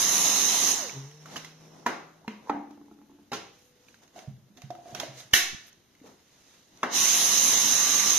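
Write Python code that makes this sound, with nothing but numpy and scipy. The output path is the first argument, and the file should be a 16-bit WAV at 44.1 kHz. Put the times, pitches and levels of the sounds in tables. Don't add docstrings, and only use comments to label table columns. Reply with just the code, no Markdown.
import sys
import numpy as np
from scipy import signal
from scipy.fft import rfft, irfft
from scipy.io import wavfile
from scipy.ndimage import uniform_filter1d

SR = 44100
rng = np.random.default_rng(int(sys.argv[2]) if len(sys.argv) > 2 else 0)


def waveform_to_disk(signal):
    frames = np.transpose(np.atleast_2d(signal))
    scaled = np.clip(frames, -1, 1) * 32767
    samples = np.round(scaled).astype(np.int16)
    wavfile.write(sys.argv[1], SR, samples)


def gain_from_db(level_db):
    decades = np.asarray(level_db, float) / 20
    return 10 ** decades


N = 360738
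FRAME, HOP = 512, 128
OFF_S, ON_S = .694, 6.861
FULL_HZ = 1173.8

# hz, likeness [0-1]
LIKENESS = [(60, 0.85), (200, 0.92), (700, 0.41), (1300, 0.18), (2400, 0.65), (4400, 0.033), (9000, 0.065)]
# hz, level_db
HOUSING = [(1700, 1), (2000, 1), (2400, -4), (2900, 1), (3300, -2.5), (3850, 3), (4300, -2), (4650, -6.5),
           (5050, 0)]
# hz, level_db
BLOW_COLOURS = [
    [(70, -30), (275, -2), (523, -6.5), (1010, -3.5), (2100, -10), (3000, -19), (6380, -23.5),
     (14000, -28.5)],
    [(59, -62), (100, -28), (229, -5.5), (360, -14), (523, -22), (1030, -17), (1500, -24), (2500, -20),
     (3500, -29), (14000, -44.5)],
    [(100, -31), (248, -12.5), (550, -12.5), (859, -1), (1050, -12), (2200, -22.5), (3230, -35),
     (14000, -52)],
    [(59, -27), (100, -5.5), (1380, -10), (6790, -23.5), (12600, -30), (14000, -54)],
    [(41, -41), (70, -18), (395, 0), (615, -21), (1200, -19), (2650, -7.5), (6740, -12.5), (14000, -23)],
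    [(120, -53), (200, -29), (1180, -22.5), (1750, -7), (2230, -9), (2600, -10), (3900, -11), (4600, -14),
     (6100, -11), (9000, -12.5), (13000, -8), (14000, -12)],
    [(59, -35), (250, -5.5), (743, -5), (972, -4), (1380, -6), (2130, -12.5), (2620, -18.5), (14000, -37)],
]


def evened(x):
    return x / np.sqrt(np.mean(x ** 2) + 1e-20)


def read(points, hz):
    f, value = np.transpose(points)
    return np.interp(np.log(hz + 1), np.log(f + 1), value)


def likeness(hz):
    return np.clip(read(LIKENESS, hz), -1, 1)


def add(mix, s, sound):
    part = mix[round(s * SR):][:len(sound)]
    part += sound[:len(part)]


def gate_between(t, start, end, edge_s):
    return np.clip(np.minimum(t - start, end - t) / edge_s, 0, 1)


def band(colour, lo, hi):
    hz = np.fft.rfftfreq(FRAME, 1 / SR)
    power = gain_from_db(2 * read(colour, hz)) * (hz > lo) * (hz < hi)
    return -10 * np.log10(np.sum(power) / len(hz))


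def noise(size, patchy_db, flicker_db):
    frames, hz = N // HOP + 5, np.fft.rfftfreq(FRAME, 1 / SR)[:, None]
    a, b, c, d, patches = rng.standard_normal((frames, len(hz), 5)).T
    flicker = evened(uniform_filter1d(patches[0], size=4))
    patches = uniform_filter1d(patches, size=6, axis=0)
    patches = evened(uniform_filter1d(patches, size=20, axis=1))
    same, left = likeness(hz), a + 1j * b
    right = same * left + np.sqrt(1 - same ** 2) * (c + 1j * d)
    z = np.array([left, right])
    unit = np.std(signal.istft(left[:, :FRAME], nperseg=FRAME, noverlap=FRAME - HOP)[1])
    z *= size(hz, np.arange(frames) * HOP / SR)
    z *= gain_from_db(patchy_db * patches + flicker_db * flicker)
    return signal.istft(z, nperseg=FRAME, noverlap=FRAME - HOP)[1][:, :N] / unit


def ring(modes, rise=.0012):
    t = np.arange(0, min(.5, max(m[2] for m in modes) + .01), 1 / SR)
    x = 0
    for hz, db, t60 in modes:
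        x = x + gain_from_db(db - 60 * t / max(t60, .004)) * np.sin(2 * np.pi * (hz * t + rng.random()))
    x = x * (1 - np.exp(-t / rise))
    return x / abs(x).max()


def crack(colour, t60, rise=0.00078):
    t = np.arange(8192) / SR
    spectrum = rfft(rng.standard_normal(len(t)))
    x = irfft(spectrum * gain_from_db(read(colour, np.fft.rfftfreq(len(t), 1 / SR))))
    x = x * gain_from_db(-60 * t / np.clip(t60, .01, .25)) * (1 - np.exp(-t / rise))
    return x / abs(x).max()


def causal(gain_db):
    log_spectrum = np.conj(signal.hilbert(np.log(gain_from_db(gain_db))))
    return np.fft.ifft(np.exp(log_spectrum)).real[..., :1024]


def pulse(colour):
    x = causal(read(colour, abs(np.fft.fftfreq(2048, 1 / SR))))
    return x / np.linalg.norm(x)


def rustle():
    # hz, level_db
    quiet_colour = [(18, -35), (30, -10), (65, -7.5), (304, -10.5), (548, -19.5), (1200, -25.5),
                    (7950, -30), (14000, -27)]
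    # hz, level_db
    rub_colour = [(60, -14), (200, 6), (600, 1.5), (1300, -0.5), (2000, 3), (4000, 3.5), (7000, 5),
                  (14000, -4.5)]
    # peak_s, rise_s and fall_s (per 20 dB; a negative rise means fading from the very
    # start), rustle_db, bass_db
    strokes = [(1.06, -0.5, 1.5, -59.5, -77), (1.33, 0.17, .25, -52.5, -49), (1.372, .05, 0.0145, -44, -43),
               (1.64, 0.13, 0.33, -63.5, -56.5), (1.74, 0.04, 1, -65, -55), (2.497, 0.11, 0, -60, -50),
               (3.62, 0.5, 0.2, -65.5, -79), (3.89, 0.4, 0.4, -66, -71.5),
               (4.035, 0.04, 0.07, -62.5, -60.5), (4.175, 0.05, 0.13, -54.5, -50.5),
               (4.58, .03, 0.05, -62, -61), (4.908, 0.16, 0.36, -57.5, -54.5), (5.02, 0.1, 0.11, -54, -47),
               (5.19, 0.07, 0.11, -47, -61), (5.31, 0, 0.07, -56, -60), (5.67, 0.2, 0.05, -59, -68),
               (6.069, 0.06, 0.12, -59.5, -52.5), (6.55, 0.97, .5, -61.5, -69.5), (6.82, 0.18, 1, -61, -60)]
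    # start_s, end_s, level_db
    hisses = [
        (3.58, 3.72, -69),
        (5.658, 5.703, -56),
    ]
    quiet_db, hiss_above_hz = -65.5, 8300

    def size(hz, t):
        quiet = gain_from_db(quiet_db + band(quiet_colour, 0, SR / 2) + read(quiet_colour, hz))
        power = 0
        for s, rise, fall, db, bass_db in strokes:
            drop_db = 20 * np.maximum((s - t) / rise, (t - s) / fall)
            power = power + gain_from_db(2 * (np.array([[db], [bass_db]]) - drop_db).clip(-150))
        db, bass_db = 10 * np.log10(power)
        bass = 1 / (1 + (hz / 1400) ** 4)
        level_db = bass * (bass_db + band(rub_colour, 200, 1700))
        level_db = level_db + (1 - bass) * (db - 1.0 + band(rub_colour, 1500, 12000))
        hiss = sum(gain_from_db(d) * gate_between(t, a, b, .008) for a, b, d in hisses)
        hiss = hiss / (1 + (hiss_above_hz / (hz + 1)) ** 30)
        return np.hypot(quiet + hiss, gain_from_db(level_db + read(rub_colour, hz)))
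    return noise(size, patchy_db=.8, flicker_db=.8)


def bin_hum():
    # start_s, end_s, pitch_hz, level_db, dip_s (at the end, it hastens the close)
    start, end, hz, db, dip = (3.5, 4.0, 495.5, -71, 4)
    t = np.arange(N) / SR
    gate = gate_between(t, start, end, 0.087) * (1 - .8 * np.exp(-((t - dip) / .03) ** 2))
    return gain_from_db(db) * gate * np.sin(2 * np.pi * hz * t)


def leak():
    # start_s, end_s, centre_hz, width_hz, level_db, fade_db per s
    start, end, centre_hz, width_hz, db, fade_db = (0.8, 2, 5552, 250, -63.5, -8)
    t = np.arange(N) / SR
    b, a = signal.iirpeak(centre_hz, centre_hz / width_hz, SR)
    whistle = evened(signal.lfilter(b, a, rng.standard_normal((2, N))))
    return gate_between(t, start, end, .05) * gain_from_db(db + fade_db * (t - start).clip(0)) * whistle


def thuds():
    # start_s, peak_db, ring_hz, t60_s
    bin_thuds = [(4.275, -31, 131.4, 0.1), (4.562, -54, 240, 0.071), (4.636, -36.5, 132, 0.12),
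                 (4.926, -42.5, 129, 0.11), (5.084, -42, 130, 0.2), (4.5, -53.5, 200, .08),
                 (5.25, -52, 125, .1)]
    out = np.zeros(N)
    for s, db, hz, t60 in bin_thuds:
        add(out, s, gain_from_db(db) * ring([(hz, 0, t60), (1.6 * hz, -12, .08)], rise=0.0073))
    return out


def tube_bumps():
    # start_s, peak_db, ring_hz, t60_s
    bumps = [(1.257, -44, 1330, .03), (1.359, -38, 1230, .03), (2.217, -55, 665, .04),
             (2.246, -49, 894, 0.059), (2.462, -54, 980, .04), (2.472, -43, 990, .04),
             (2.484, -42, 1000, 0.049), (4.16, -43, 725, .07), (4.181, -43, 737, .08), (4.24, -51, 630, .1),
             (4.58, -54.5, 720, 0.072), (4.618, -52, 720, .07), (4.704, -31, 713, .08),
             (4.725, -42, 716, .1), (4.753, -44.5, 714, 0.096), (4.787, -48, 697, 0.078),
             (4.854, -43, 705, .1), (4.873, -44, 713, 0.089), (4.892, -44, 714, .1), (4.92, -47, 716, .08),
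             (4.94, -41, 713, .08), (4.952, -36, 713, .08), (5.0, -38.5, 830, .05), (5.016, -42, 950, .03),
             (5.032, -30.5, 656, .05), (5.114, -49, 640, 0.1), (5.17, -52, 480, .05),
             (5.201, -50, 720, .06), (6.014, -45, 288, .065), (6.041, -48, 480, .065)]
    out = np.zeros(N)
    for s, db, hz, t60 in bumps:
        modes = [(hz, 0, t60), (.87 * hz, -5, .05), (.47 * hz, -11, .07), (1.7 * hz, -16, .02)]
        add(out, s, gain_from_db(db) * ring(modes, rise=0.00078))
    return out


def rocking():
    # start_s, peak_db
    taps = [(2.547, -39), (2.569, -37.5), (2.597, -46.5), (2.674, -51), (2.707, -45), (2.775, -48.5),
            (2.813, -46.5), (2.882, -52.5), (2.913, -48), (2.987, -53), (3.014, -50.5), (3.094, -55),
            (3.115, -54), (3.186, -54.5)]
    # pitch_hz, level_db, t60_s
    rocker = [(222.6, 6.5, 0.13), (286, 7, 0.3), (310, 0, .15), (349, 0.5, 0.22), (436, 0, 0.068),
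              (724, -6, 0.041), (856, 1.5, 0.065), (1070, -2, 0.032), (1336, -5, 0.027)]
    out = np.zeros(N)
    for s, db in taps:
        modes = []
        for hz, d, t60 in rocker:
            mode_db = d + 1.2 * (hz < 500) + rng.uniform(-3, 3)
            modes.append((hz * rng.uniform(0.97, 1.035), mode_db, t60))
        add(out, s, gain_from_db(db + 2.0) * ring(modes, rise=.0004))
        add(out, s, gain_from_db(db - 8.0) * crack(BLOW_COLOURS[2], t60=.02))
    return out


def ticks():
    # start_s, peak_db, ring_hz, ring_db (re tick)
    small_ticks = [(0.8953, -33, 2260, -1), (1.113, -45.5, 3200, -5), (1.258, -39, 1490, -9),
                   (1.3001, -45, 1310, -5), (1.3176, -44, 3730, -5), (1.3595, -29, 1710, -8),
                   (1.3645, -31, 3010, -3), (1.3684, -30.5, 3000, -8), (1.3763, -30, 2820, -9),
                   (1.4464, -32, 2000, -6), (2.707, -49, 1000, -3), (3.8847, -47.5, 2450, -2),
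                   (3.9429, -47, 1580, -3.5), (4.0767, -50.5, 6600, -9), (4.161, -50, 6400, -10.5),
                   (4.1894, -37.5, 2200, -9), (4.5717, -41.5, 3600, -9), (4.6181, -37.5, 2670, -16),
                   (4.7046, -40, 3620, -8), (4.7507, -47.5, 1300, -1), (4.948, -23, 5670, -15),
                   (4.999, -20, 3300, -9), (5.033, -36, 1980, -5), (5.2035, -35, 3680, -7),
                   (5.3366, -9, 2950, 1), (5.3392, -13, 1800, 1), (5.6794, -44, 1730, -11),
                   (5.7282, -51.5, 6200, -3), (5.9504, -51, 2040, -10), (6.0013, -55, 2080, -9.5),
                   (6.773, -51, 5900, -2.5)]
    # hz, level_db
    tick_colour = [(200, -9), (1500, -1.5), (4000, -3), (6000, -5), (14000, -10.5)]
    near, far = np.zeros((2, N))
    for s, db, hz, ring_db in small_ticks:
        add(near, s, gain_from_db(db + ring_db) * ring([(hz, 0, .017), (1.6 * hz, -9, .012)], rise=.0004))
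        add(near, s + .0008, gain_from_db(db - 3.0) * pulse(tick_colour))
        add(near, s, gain_from_db(db - 3.5) * crack(tick_colour, t60=0.035))
        add(far, s, gain_from_db(db + 8.5) * pulse(tick_colour))
    return near, far


def knocks():
    # start_s, peak_db, blow_t60_s, room_db, snap_db (re blow)
    hits = [
        (1.862, -14, 0.054, -5, -16),
        (2.278, -22, 0.033, -10.5, -7),
        (2.495, -16, 0.051, -7, -5),
        (3.317, -24.5, 0.055, -2, -21.5),
        (3.3296, -22, 0.13, -7, -11),
        (5.334, -11, 0.04, 8.5, 17),
        (6.83, -12, 0.071, -7.5, -7),
    ]
    # pitch_hz, level_db, t60_s
    bodies = [
        [(969, 2, 0.067), (1380, -6, 0.11), (240, -11.5, 0.21)],
        [(222, 2, 0.23), (211, -2, .3), (441, -7.5, 0.24), (920, 9, 0.027), (2110, -3, .03)],
        [(226.4, -5.5, 0.25), (290, -2, 0.4), (801, 2, 0.05), (1000, -1, 0.037), (1296, 1, 0.064)],
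        [(815, -1, 0.14), (390, -4, 0.08), (250, -4, .12)],
        [(420, 4.5, 0.079), (1360, 1, 0.09), (1055, 1.5, 0.1)],
        [(1760, 3.5, 0.04), (2260, 0, .04), (3950, -0.5, .03), (2920, 8, 0.017), (5670, 0.5, 0.037)],
        [(1000, 1.5, 0.056), (1330, 6.5, 0.024), (1540, 2, .012), (2700, -3, .015), (3400, -3, .018),
         (5900, -12, .015), (306, -5, 0.11)],
    ]
    near, far = np.zeros((2, N))
    for (s, db, t60, room_db, snap_db), colour, modes in zip(hits, BLOW_COLOURS, bodies):
        body, snap = gain_from_db(-3.5) * ring(modes), pulse(colour)
        add(near, s, gain_from_db(db - 4.0) * body)
        add(near, s, gain_from_db(db - 5.0) * crack(colour, t60, rise=0.0017))
        add(near, s + .0027, gain_from_db(db + snap_db) * snap / abs(snap).max())
        add(far, s, gain_from_db(db + room_db + 16.5) * snap)
        add(far, s, gain_from_db(db - 16) * body)
    return near, far


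def flap():
    # time_s, pitch_hz, level_db, third_overtone_db
    hum = [
        (0.92, 136, -56, -60),
        (0.974, 136, -40, -59),
        (1.046, 136, -40, -59),
        (1.116, 149, -54, -64),
        (1.25, 153, -53, -63),
        (1.442, 157, -55, -72),
        (1.816, 158, -59, -76),
        (1.9, 160, -62, -78),
        (2.25, 162, -65, -80),
    ]
    second_db, second_fade_db = -16, -30
    t = np.arange(N) / SR
    s, *curves = np.transpose(hum)
    hz, db, third_db = [np.interp(t, s, curve) for curve in curves]
    turn = 2 * np.pi * np.cumsum(hz) / SR
    flutter_db = 1.5 * evened(uniform_filter1d(rng.standard_normal((2, N)), size=1500, axis=1))
    second = gain_from_db(second_db + second_fade_db * (t - s[0]).clip(0)) * np.sin(2 * turn)
    low = gain_from_db(db + 2 + flutter_db[0]) * (np.sin(turn) + second)
    third = gain_from_db(third_db + .5 + 2 * flutter_db[1]) * np.sin(3 * turn)
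    return gate_between(t, s[0], s[-1], .015) * (low + third)


def speed(t):
    first_hz, coast_s, drag_hz = 1169.4, .225, 100
    ramp_hz_per_s, creep_hz, creep_s = 11700, 372, .1
    sag_s, sag_hz = 7.78, 1.4
    since = (t - ON_S).clip(0)
    first = (first_hz + drag_hz) * np.exp(-(t - OFF_S).clip(0) / coast_s) - drag_hz
    sag = sag_hz * np.clip((t - sag_s) / 0.067, 0, 1)
    second = np.minimum(ramp_hz_per_s * since, FULL_HZ - creep_hz * np.exp(-since / creep_s) - sag)
    return np.array([first, second]).clip(1)


def airflow():
    # hz, level_db
    roar = [(40, -36.5), (95, -20.5), (135, 6.5), (180, -5.5), (230, -0.5), (500, -7), (1000, -2),
            (1500, -9.5), (2000, -5.5), (3600, -3), (5600, 1.5), (6350, 7.5), (7400, 2), (14000, 3.5)]
    # airflow_db, bass_db and treble_db (re airflow), treble_drift_db per s, lag (factor on the dB-
    # per-dB speed law above the bass)
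    air_runs = [
        (-23, -12.5, -14.5, -0.3, 1.08),
        (-22.5, -14, -14.5, -1.5, 2.3),
    ]
    air_law, bass_law, treble_law = 2.18, 1.15, 2.5
    surge_db, surge_s, gust_db = 6, 0.29, 0.4

    def size(hz, t):
        total, since = 0, (t - ON_S).clip(0)
        gust = gust_db * evened(uniform_filter1d(rng.standard_normal(len(t)), size=24))
        bass, treble = 1 / (1 + (hz / 1300) ** 4), 1 / (1 + (8000 / (hz + 1)) ** 12)
        slow = 1 / (1 + (hz / 3000) ** 2)
        speeds_db = 20 * np.log10(speed(t) / FULL_HZ)
        surges = 0, surge_db * np.exp(-since / surge_s)
        for run, speed_db, age, surge in zip(air_runs, speeds_db, (t, since), surges):
            db, bass_db, treble_db, drift_db, lag = run
            quick_law = air_law + treble * (treble_law - air_law)
            law = slow * bass_law + lag * (1 - slow) * quick_law
            tilt_db = bass * (bass_db + 11.0) + treble * (treble_db + 9.0 + drift_db * age)
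            total = total + gain_from_db(db + tilt_db + law * speed_db + (1 - bass) * (surge + gust))
        colour_db = read(roar, hz) + 0.53 * read(HOUSING, hz)
        return total * gain_from_db(colour_db + band(roar, 1500, 8020) - 3.5)
    return noise(size, patchy_db=1.2, flicker_db=.4)


def motor():
    # time_s, half_length_s, whine_change_db, shaft_change_db
    turns = [(0.07, .02, -11, 0), (.2, 0.11, 1, 4), (0.443, 0.14, -6, -1), (.655, .04, -7, 8),
             (.78, 0.044, 3, 3), (.85, .04, 3, 9.5), (6.92, .035, -8, 0), (7.042, .05, 1, 4.5),
             (7.2, .07, 3, -6), (7.334, .04, -2, 8), (7.39, 0.022, -17, -6), (7.46, 0.058, 1.5, -17),
             (7.564, .02, -15, -2), (7.66, 0.033, -10, -6), (7.975, 0.21, -7.5, 7.5), (7.1, 0.042, -9, 2)]
    blades, neighbour_db = 9, -13
    whine_level_db, whine_law = -38, 3.2
    shaft_level_db, shaft_law = -52, 0.27
    t = np.arange(N) / SR
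    wobble = evened(uniform_filter1d(rng.standard_normal(N), size=900))
    hz = uniform_filter1d(speed(t).max(0), size=600)
    speed_db, coarse = 20 * np.log10(hz / FULL_HZ), t[::HOP]
    shifts = sum(np.outer(change, np.exp(-((coarse - s) / half) ** 2)) for s, half, *change in turns)
    whine_shift, shaft_shift = (np.interp(t, coarse, shift) for shift in shifts)
    gate = np.clip(np.maximum(.9 - t, t - ON_S) / .015, 0, 1)
    port_phase = np.array([[0], [.2]])
    turn = 2 * np.pi * np.cumsum(hz * (1 + .0007 * wobble)) / SR + port_phase
    whine = np.sin(blades * turn) + gain_from_db(neighbour_db) * np.sin((blades + 1) * turn)
    whine_db = whine_shift + whine_level_db + whine_law * speed_db + 11.0
    shaft_db = shaft_shift + shaft_level_db + shaft_law * speed_db
    return gate * (gain_from_db(whine_db) * whine + gain_from_db(shaft_db) * np.sin(turn))


def placed(x):
    # time_s, left_minus_right_db
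    hands = [(1.3, -3), (1.9, -3), (2.3, -2), (2.5, -4), (2.6, -2), (3.3, -2.5), (4.2, -5), (4.7, -6),
             (5, -4.5), (5.3, 0.5), (6.8, -1)]
    left_lag = 3
    pan_db = np.interp(np.arange(N) / SR, *np.transpose(hands)) / 2
    return np.array([gain_from_db(pan_db) * np.roll(x, left_lag), gain_from_db(-pan_db) * x])


def room(x):
    # hz, t60_s
    decay = [(100, 0.54), (500, 0.52), (1500, 0.49), (5500, 0.49), (8000, 0.38), (12500, .3), (14000, 0.2)]
    build_s = .012
    echoes = np.zeros((2, SR))
    at = np.arange(160, SR - 20, 20) + rng.integers(0, 20, (2, (SR - 161) // 20))
    np.put_along_axis(echoes, at, rng.choice([-1., 1.], at.shape), 1)
    hz, t, z = signal.stft(echoes, SR, nperseg=256)
    same = likeness(hz)[:, None]
    z[1] = same * z[0] + np.sqrt(1 - same ** 2) * z[1]
    tail = signal.istft(z * gain_from_db(-60 * t / read(decay, hz)[:, None]), SR, nperseg=256)[1]
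    tail = tail * np.sqrt(1 - np.exp(-np.arange(tail.shape[1]) / SR / build_s))
    return signal.fftconvolve(x[None], tail / np.linalg.norm(tail[0]), axes=1)[:, :N]


def scene():
    near, far = knocks()
    tick, tick_far = ticks()
    small = rocking() + tube_bumps() + thuds()
    air, tones = airflow(), motor()
    walls = far + tick_far + gain_from_db(-7.5) * small + gain_from_db(-13.5) * tones[0] + gain_from_db(-11.5) * air[0]
    background = rustle() + bin_hum() + leak()
    return background + placed(near + tick + small) + room(walls) + flap() + gain_from_db(-0.82) * air + tones


def overload():
    # start_s, kick_height, drift_height, reset_s, reset_height
    port_overloads = [
        (5.3355, .04, .004, 5.533, .012),
        (5.3355, .06, .008, 5.5483, .017),
    ]
    t, out = np.arange(N) / SR, []
    for start, kick, drift, reset, blip in port_overloads:
        u, v, since = (t - start) / .0012, (t - reset) / .0012, (t - start).clip(0)
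        slow = drift * (np.exp(-since / .25) - 2.4 * np.exp(-since / .045)) * (t > start) * (t < reset)
        rebound = -.3 * kick * np.exp(-(u - 2.8) ** 2 / 2)
        reset_blip = -1.65 * blip * v * np.exp(-v ** 2 / 2)
        out.append(kick * np.exp(-u ** 2 / 2) + rebound + slow + reset_blip)
    return np.array(out)


def squeezed(x):
    knee, ceiling = .75, .96
    over, span = (abs(x) - knee).clip(0), ceiling - knee
    return x - np.sign(x) * (over - span * np.tanh(over / span))


def dropouts(x):
    below_db, above_hz = -3.3, 2000
    hz, t, z = signal.stft(x, SR, nperseg=1024, noverlap=768)
    power = uniform_filter1d(uniform_filter1d(abs(z) ** 2, size=4, axis=1), size=4, axis=2)
    band_db = 10 * np.log10(power.clip(1e-20))
    around_db = uniform_filter1d(band_db, size=40, axis=1)
    weak = (band_db < below_db + around_db) & (hz[:, None] > above_hz)
    kept = 1 - .985 * np.minimum(2 * uniform_filter1d(1. 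* weak, size=4, axis=2), 1)
    return signal.istft(z * kept, SR, nperseg=1024, noverlap=768)[1][:, :N]


def roll_off(x):
    return signal.sosfilt(signal.butter(12, 15620, fs=SR, output="sos"), x)


def record(dry):
    # hz, level_db
    left_port = [(30, -7), (200, 2), (1200, 4), (4500, 3.5), (6400, -2.5), (7400, -1), (8050, -7.5),
                 (8500, -2.5), (9500, -0.5), (13000, -1), (14100, -1)]
    # hz, level_db
    right_port = [(30, -6.5), (200, 0.5), (1200, 2), (4600, 5), (5500, 5), (6300, 11), (7200, 0),
                  (7900, -16), (8800, -24), (9700, -11), (10400, -8), (10900, -13.5), (11700, -4),
                  (12800, -7), (14100, -1.5)]
    hz = abs(np.fft.fftfreq(2048, 1 / SR))
    colours_db = np.array([read(left_port, hz), read(right_port, hz)])
    ports = causal(colours_db + 0.37 * read(HOUSING, hz))
    x = squeezed(signal.oaconvolve(dry, ports, axes=1)[:, :N] + overload())
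    band_limit = signal.firwin(511, 14230, window=("kaiser", 6), fs=SR)
    x = signal.oaconvolve(x, band_limit[None], "same", axes=1)
    return roll_off(dropouts(x))


dry = scene()
out = record(dry)
waveform_to_disk(out)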